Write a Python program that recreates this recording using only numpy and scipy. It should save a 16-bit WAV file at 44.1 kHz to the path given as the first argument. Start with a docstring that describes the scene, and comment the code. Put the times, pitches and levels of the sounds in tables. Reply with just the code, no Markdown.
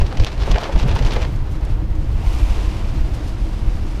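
"""A flogging jib fills

On the deck of a sailing boat a loose jib flogs: stiff cloth rustles and cracks, the sheets thud,
and thrown air buffets the microphone. From about 1.3 s the sail is full and quiet: turbulent wind
rumbles and water rushes along the hull, with a few small splashes and one bow wave that breaks
into a hiss of bursting bubbles."""
import sys
import numpy as np
from scipy import signal
from scipy.fft import rfft, irfft
from scipy.io import wavfile
from scipy.ndimage import uniform_filter1d

SR = 44100
rng = np.random.default_rng(int(sys.argv[2]) if len(sys.argv) > 2 else 0)


def waveform_to_disk(signal):
    """Save audio, clipped to [-1, 1], as 16-bit WAV at the path in sys.argv[1]."""
    frames = np.transpose(np.atleast_2d(signal))
    scaled = np.clip(frames, -1, 1) * 32767
    samples = np.round(scaled).astype(np.int16)
    wavfile.write(sys.argv[1], SR, samples)


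N = 176400
T = np.arange(N) / SR

# Envelopes: t/s, level/dB
WIND_LEVEL = [(0, -22), (.3, -25), (.45, -21), (.66, -29), (.85, -24.5), (1.25, -17.5), (1.6, -20),
              (2.1, -17.5), (2.35, -20), (2.65, -24), (2.85, -19), (3.05, -19), (3.25, -22.5), (3.7, -19),
              (4, -21)]
RUSH_LEVEL = [(0, -34), (.35, -35.5), (.55, -29), (.75, -31), (1.2, -29.5), (1.33, -37.5), (1.55, -38.5),
              (1.7, -37), (1.85, -39.5), (2.1, -38.5), (2.3, -37), (2.65, -36.5), (3.05, -37), (3.27, -37),
              (3.5, -38.5), (4, -38.5)]
HOLLOW_GAIN = [(0, -4.5), (1.5, -1), (2.3, -1.5), (2.6, 1), (3.2, 3), (4, -1)]
FOAM_LEVEL = [(0, -50.5), (1.3, -48), (1.45, -54), (1.55, -50), (1.62, -54), (1.7, -46.5), (1.77, -59),
              (2.05, -51), (2.19, -48), (2.3, -42), (2.45, -42.5), (2.6, -40), (2.85, -45), (3.2, -46),
              (3.45, -46.5), (4, -46)]
SLOP_LEVEL = [(2.05, -65), (2.19, -47), (2.26, -38.5), (2.6, -41.5), (2.8, -46), (3.1, -55), (4, -55)]
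# Spectra: f/Hz, relative level/dB
WIND_SPECTRUM = [(8, -13), (22, -1), (42, 0), (60, -4.5), (85, -9), (110, -9), (150, -18.5), (200, -25),
                 (260, -31), (600, -46), (2000, -71)]
PUFF_SPECTRUM = [(8, -15.5), (24, 1), (38, -4.5), (58, -7), (100, -14.5), (160, -28), (260, -41),
                 (600, -44), (2000, -90)]
GUST_SPECTRUM = [(8, -11), (25, -1), (45, 2.5), (65, -5.5), (100, -22.5), (200, -39), (2000, -76)]
RUSH_SPECTRUM = [(100, -3), (250, 0.5), (450, -1), (700, -3.5), (1000, -7.5), (1500, -12), (2500, -17.5),
                 (5000, -26.5), (8000, -36.5), (15000, -49.5)]
FOAM_SPECTRUM = [(400, -12.5), (1000, 2.5), (1700, -2.5), (2800, 0), (4000, -4), (5200, -5.5),
                 (7000, -11.5), (11000, -19.5), (15000, -32)]
SPRAY_SPECTRUM = [(1000, -20), (3000, 7), (6000, 5.5), (8000, 0.5), (11500, -3), (15000, -16)]
SLOP_SPECTRUM = [(300, -20), (700, 3.5), (1030, 5), (1500, -20.5), (2150, -4.5), (2800, -3.5), (3600, -17),
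                 (8000, -27.5)]
CLOTH_SPECTRUM = [(150, -12), (400, 6), (800, 4), (1400, -1.5), (2700, -1), (4000, -3.5), (5800, -8.5),
                  (7500, -19), (10000, -28), (15000, -37)]
TICK_SPECTRUM = [(2000, -23), (7000, 1), (10000, 9.5), (15000, -7)]
# Pushes of air: start t/s, duration/s, level/dB
SAIL_PUFFS = [(-.015, 0.064, -7), (.19, 0.05, -9), (.378, 0.065, -14.5), (.497, .06, -9),
              (0.734, 0.052, -10.5), (.805, 0.063, -12.5), (0.884, 0.094, -13), (1.003, .075, -11.5)]
GUSTS = [(1.72, .03, -15.5), (2.265, 0.044, -12.5), (2.335, 0.02, -10.5), (2.42, .04, -10.5),
         (2.5, 0.031, -11.5), (2.58, 0.02, -10), (2.65, 0.039, -11.5), (2.975, 0.075, -16.5),
         (3.415, 0.039, -15.5), (3.665, 0.028, -14), (3.75, 0.041, -17.5)]
# Hollow resonances in the wind: f/Hz, bandwidth/Hz, relative level/dB
HOLLOW_MODES = [(207.6, 27, -43.5), (306.6, 63, -40), (940, 29, -57.5)]
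# Spray from the bow: peak t/s, level/dB, rise/s, decay/s
SPRAYS = [(1.359, -47, .003, .008), (1.522, -48, .008, .014), (1.556, -50, 0.0056, .006),
          (1.611, -46, .001, .002), (1.651, -41.5, 0.0018, 0.0035), (1.954, -47, .002, .004),
          (2.34, -45, .07, 0.22), (3.145, -45, .006, 0.02), (3.285, -46.5, .02, .025),
          (3.48, -53, 0.076, 0.17), (3.92, -54, .03, 0.072)]
# Folds running through the cloth: peak t/s, level/dB, rise/s, decay/s, ring f/Hz, treble lift/dB
FOLDS = [(0.011, -27.5, 0.01, 0.012, 2550, -1), (.068, -34.5, 0.012, 0.016, 4200, 3),
         (.111, -39, .002, 0.049, 1400, -3), (.172, -28.5, .001, .012, 3000, 0),
         (.198, -27.5, 0.00092, 0.014, 5100, 2), (0.233, -31, 0.011, 0.039, 2580, 2),
         (.267, -27.5, .002, 0.019, 3900, -2), (.318, -33.5, .002, 0.022, 2760, 3),
         (0.419, -30, 0.024, .025, 4000, 2), (.462, -33, 0.0097, 0.039, 2800, 6),
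         (0.513, -24, 0.0036, 0.011, 5600, -3), (0.545, -24, 0.0041, 0.013, 2160, -12),
         (.561, -24.5, 0.0059, 0.012, 1700, -16), (.582, -28.5, .002, 0.01, 5500, -10),
         (.608, -32, 0.0067, 0.018, 3600, 7), (0.635, -26.5, 0.008, .032, 1900, -3),
         (.727, -35.5, 0.0094, 0.013, 3200, 6), (0.76, -31.5, 0.0033, 0.013, 1200, -2),
         (.796, -26.5, 0.013, .02, 2730, 4), (0.83, -27, 0.0024, 0.0064, 3500, 2),
         (0.887, -28, 0.0067, 0.019, 2600, -1), (0.91, -29.5, 0.0032, 0.021, 3300, 0),
         (0.963, -26, 0.0098, 0.013, 1300, 0), (.99, -29.5, 0.009, .01, 2200, 3),
         (1.025, -30.5, 0.0035, 0.015, 5000, 0), (1.05, -28.5, .001, 0.018, 3500, 0),
         (1.064, -30.5, 0.0048, 0.028, 2700, 7), (1.107, -26, .001, 0.011, 3900, -6),
         (1.122, -26, 0.0027, .022, 3000, 4), (1.164, -29, 0.016, 0.017, 2200, -5),
         (1.219, -28.5, .012, 0.022, 2570, 1), (1.249, -36, .002, .008, 3580, -4)]
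# Dull blows: t/s, peak level/dB, ring f/Hz
SHEET_THUDS = [(.012, -21, 686), (.124, -23.5, 793), (.476, -15.5, 520), (.561, -21, 863), (.578, -12, 680),
               (.628, -21, 633), (.654, -17.5, 730), (.692, -16.5, 560), (.759, -20.5, 630),
               (.841, -28, 480), (0.88, -24, 450), (.962, -16, 917), (1.012, -22, 447), (1.164, -14.5, 533)]  # sheets and sail corner jerking
BELLY_THUMPS = [(.203, -15.5, 115), (.496, -15.5, 136), (.755, -20, 168.5), (.838, -16, 131),
                (.854, -11, 140.3), (.935, -18, 129), (1.003, -16, 141), (1.025, -18, 147)]  # the belly of the sail filling
# Cloth snapping taut: t/s, peak level/dB, treble tilt/dB
CRACKS = [(0.1269, -21, 0), (0.1731, -21, 4), (0.1989, -16, -1), (.2402, -24, 5), (.247, -9, 4.5),
          (0.5161, -12, 1.5), (0.7962, -27, -4), (0.8848, -19, 2), (0.9637, -22, -13), (1.0503, -16, 3),
          (1.122, -18, 6.5), (1.165, -16.5, -2.5), (1.251, -20, -2)]
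# Thin, bright ticks: t/s, peak level/dB
TICKS = [(.2474, -25.5), (.47, -35), (.8797, -29.5), (.955, -26), (1.1385, -31)]


def amp(db):
    """Amplitude ratio: tenfold for every 20 dB."""
    return 10 ** (np.asarray(db) / 20)


def unit(x):
    """Normalisation to unit rms."""
    return x / np.sqrt(np.mean(x ** 2) + 1e-20)


def level(points):
    """Amplitude envelope, interpolated in decibels."""
    return amp(np.interp(T, *np.transpose(points)))


def add(mix, s, sound):
    """Superposition of a sound starting at time s."""
    at = round(s * SR)
    sound = sound[max(-at, 0):]
    part = mix[max(at, 0):][:len(sound)]
    part += sound[:len(part)]


def colour(x, spectrum):
    """Minimum-phase filtering to unit rms; the Hilbert transform derives phase from log gain."""
    hz, db = np.transpose(spectrum)
    f = abs(np.fft.fftfreq(len(x), 1 / SR))
    log_gain = np.log(amp(np.interp(np.log(f + 1), np.log(hz), db)))
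    response = np.exp(np.conj(signal.hilbert(log_gain)))
    return unit(np.fft.ifft(np.fft.fft(x) * response).real)


def shaped_noise(gain_at, size=N):
    """Spectral weighting of white noise by a function of frequency, at unit rms."""
    f = np.fft.rfftfreq(size, 1 / SR)
    return unit(irfft(rfft(rng.standard_normal(size)) * gain_at(f), size))


def flutter(rate_hz, depth_db):
    """Random amplitude modulation by low-pass noise."""
    return amp(depth_db * shaped_noise(lambda f: 1 / (1 + (f / rate_hz) ** 4)))


def grains(per_s, spread_db, size=N):
    """Shot noise: independent impulses, most small and a few large."""
    height = amp(spread_db * np.minimum(rng.exponential(1, size), 5))
    return height * rng.choice([-1, 1], size) * (rng.random(size) < per_s / SR)


def bursts(rows, edge_s=0.0156):
    """Trapezoidal envelopes for short pushes of air."""
    return sum(amp(db) * np.clip(np.minimum(T - s, s + length - T) / edge_s + 0.5, 0, 1)
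               for s, length, db in rows)


def buffeting(spectrum, steadiness):
    """Turbulent pressure: low noise, its lulls and peaks evened out by envelope compression."""
    pressure = colour(rng.standard_normal(N), spectrum)
    power = uniform_filter1d(abs(signal.hilbert(pressure)) ** 2, size=1700)
    return unit(pressure / power ** (steadiness / 2))


def wind():
    """Turbulence at the microphone: a rumble, puffs thrown by the swinging sail, and later gusts."""
    rumble = level(WIND_LEVEL) * buffeting(WIND_SPECTRUM, steadiness=0.4)
    rumble *= flutter(rate_hz=18, depth_db=1.5)
    puffs = bursts(SAIL_PUFFS) * buffeting(PUFF_SPECTRUM, steadiness=0.45)
    gusts = bursts(GUSTS) * buffeting(GUST_SPECTRUM, steadiness=1.0)
    return rumble + puffs + gusts


def rush():
    """Broadband flow noise of air and water round the boat, with narrow, hollow resonances."""
    hollow = sum(amp(db) * shaped_noise(lambda f: 1 / (1 + (2 * (f - hz) / width) ** 2))
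                 for hz, width, db in HOLLOW_MODES)
    flow = level(RUSH_LEVEL) * colour(rng.standard_normal(N), RUSH_SPECTRUM)
    flow *= flutter(rate_hz=25, depth_db=0.93)
    return flow + level(HOLLOW_GAIN) * hollow * flutter(rate_hz=10, depth_db=2.14)


def water():
    """Shot noise of bursting foam, the slopping bow wave and drops of spray falling back."""
    bubbles = colour(grains(per_s=9000, spread_db=2.5), FOAM_SPECTRUM)
    foam = level(FOAM_LEVEL) * bubbles * flutter(rate_hz=25, depth_db=1.0)
    slop = level(SLOP_LEVEL) * colour(grains(per_s=2500, spread_db=3.0), SLOP_SPECTRUM)
    drops = colour(grains(per_s=6500, spread_db=4.0), SPRAY_SPECTRUM)
    splashes = sum(amp(db) * np.exp(np.minimum((T - s) / rise, (s - T) / decay))
                   for s, db, rise, decay in SPRAYS)
    return foam + slop + splashes * drops


def rustle(ring_db=4, ring_ratio=1.47):
    """Impulse excitation: each fold sets off crinkles in the stiff sail, ringing at its own pitch."""
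    out, t = np.zeros(N), T[:16384] - T[2048]  # t = 0 at the fold's peak
    for s, db, rise, decay, hz, lift_db in FOLDS:
        crinkles = colour(grains(per_s=3000, spread_db=3.5, size=len(t)), CLOTH_SPECTRUM)
        resonance = [(hz / ring_ratio, 0), (hz, ring_db), (hz * ring_ratio, 0), (10000, lift_db)]
        envelope = np.exp(np.minimum(t / rise, -t / decay))
        add(out, s + t[0], amp(db) * colour(crinkles, resonance) * envelope)
    return out


def thuds(rows, decay_s, octaves, rattle_gain):
    """Damped oscillation: each blow rings one mode, with a band of rattle round it."""
    out, t = np.zeros(N), T[:8192]
    envelope = (1 - np.exp(-t / 0.0004)) * np.exp(-t / decay_s)
    for s, db, hz in rows:
        rattle = shaped_noise(lambda f: 1 / (1 + (np.log2((f + 1) / hz) / octaves) ** 4), len(t))
        thud = (np.sin(2 * np.pi * hz * t) + rattle_gain * rattle) * envelope
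        add(out, s, amp(db) * thud / abs(thud).max())
    return out


def cracks(decay_s=0.00039):
    """Broadband transients: cloth snapping taut radiates a pulse with a very short noisy tail."""
    out, t = np.zeros(N), T[:2048]
    for s, db, tilt_db in CRACKS:
        pulse = 0.62 * rng.standard_normal(len(t)) * np.exp(-t / decay_s)
        pulse[0] = 1
        tilt = [(1500, -tilt_db), (4000, 0), (10000, tilt_db)]
        snap = colour(colour(pulse, CLOTH_SPECTRUM), tilt)
        add(out, s, amp(db) * snap / abs(snap).max())
    return out


def ticks():
    """The impulse response of a treble band, heard as thin ticks."""
    out = np.zeros(N)
    tick = colour(signal.unit_impulse(2048), TICK_SPECTRUM)
    for s, db in TICKS:
        add(out, s, amp(db) * tick / abs(tick).max())
    return out


def scene():
    """Superposition of sail, wind and water at one point in the open air."""
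    sheets = thuds(SHEET_THUDS, decay_s=0.0071, octaves=0.9, rattle_gain=0.81)
    belly = thuds(BELLY_THUMPS, decay_s=0.015, octaves=0.5, rattle_gain=0.43)
    sail = rustle() + sheets + cracks() + belly + ticks()
    return (sail + wind() + rush() + water())[None]


def record(dry, cutoff_hz=15300):
    """Band limiting by a linear-phase low-pass filter."""
    lowpass = signal.firwin(511, cutoff_hz, window=("kaiser", 9), fs=SR)
    return signal.oaconvolve(dry, lowpass[None], "same")


dry = scene()
out = record(dry)
waveform_to_disk(out)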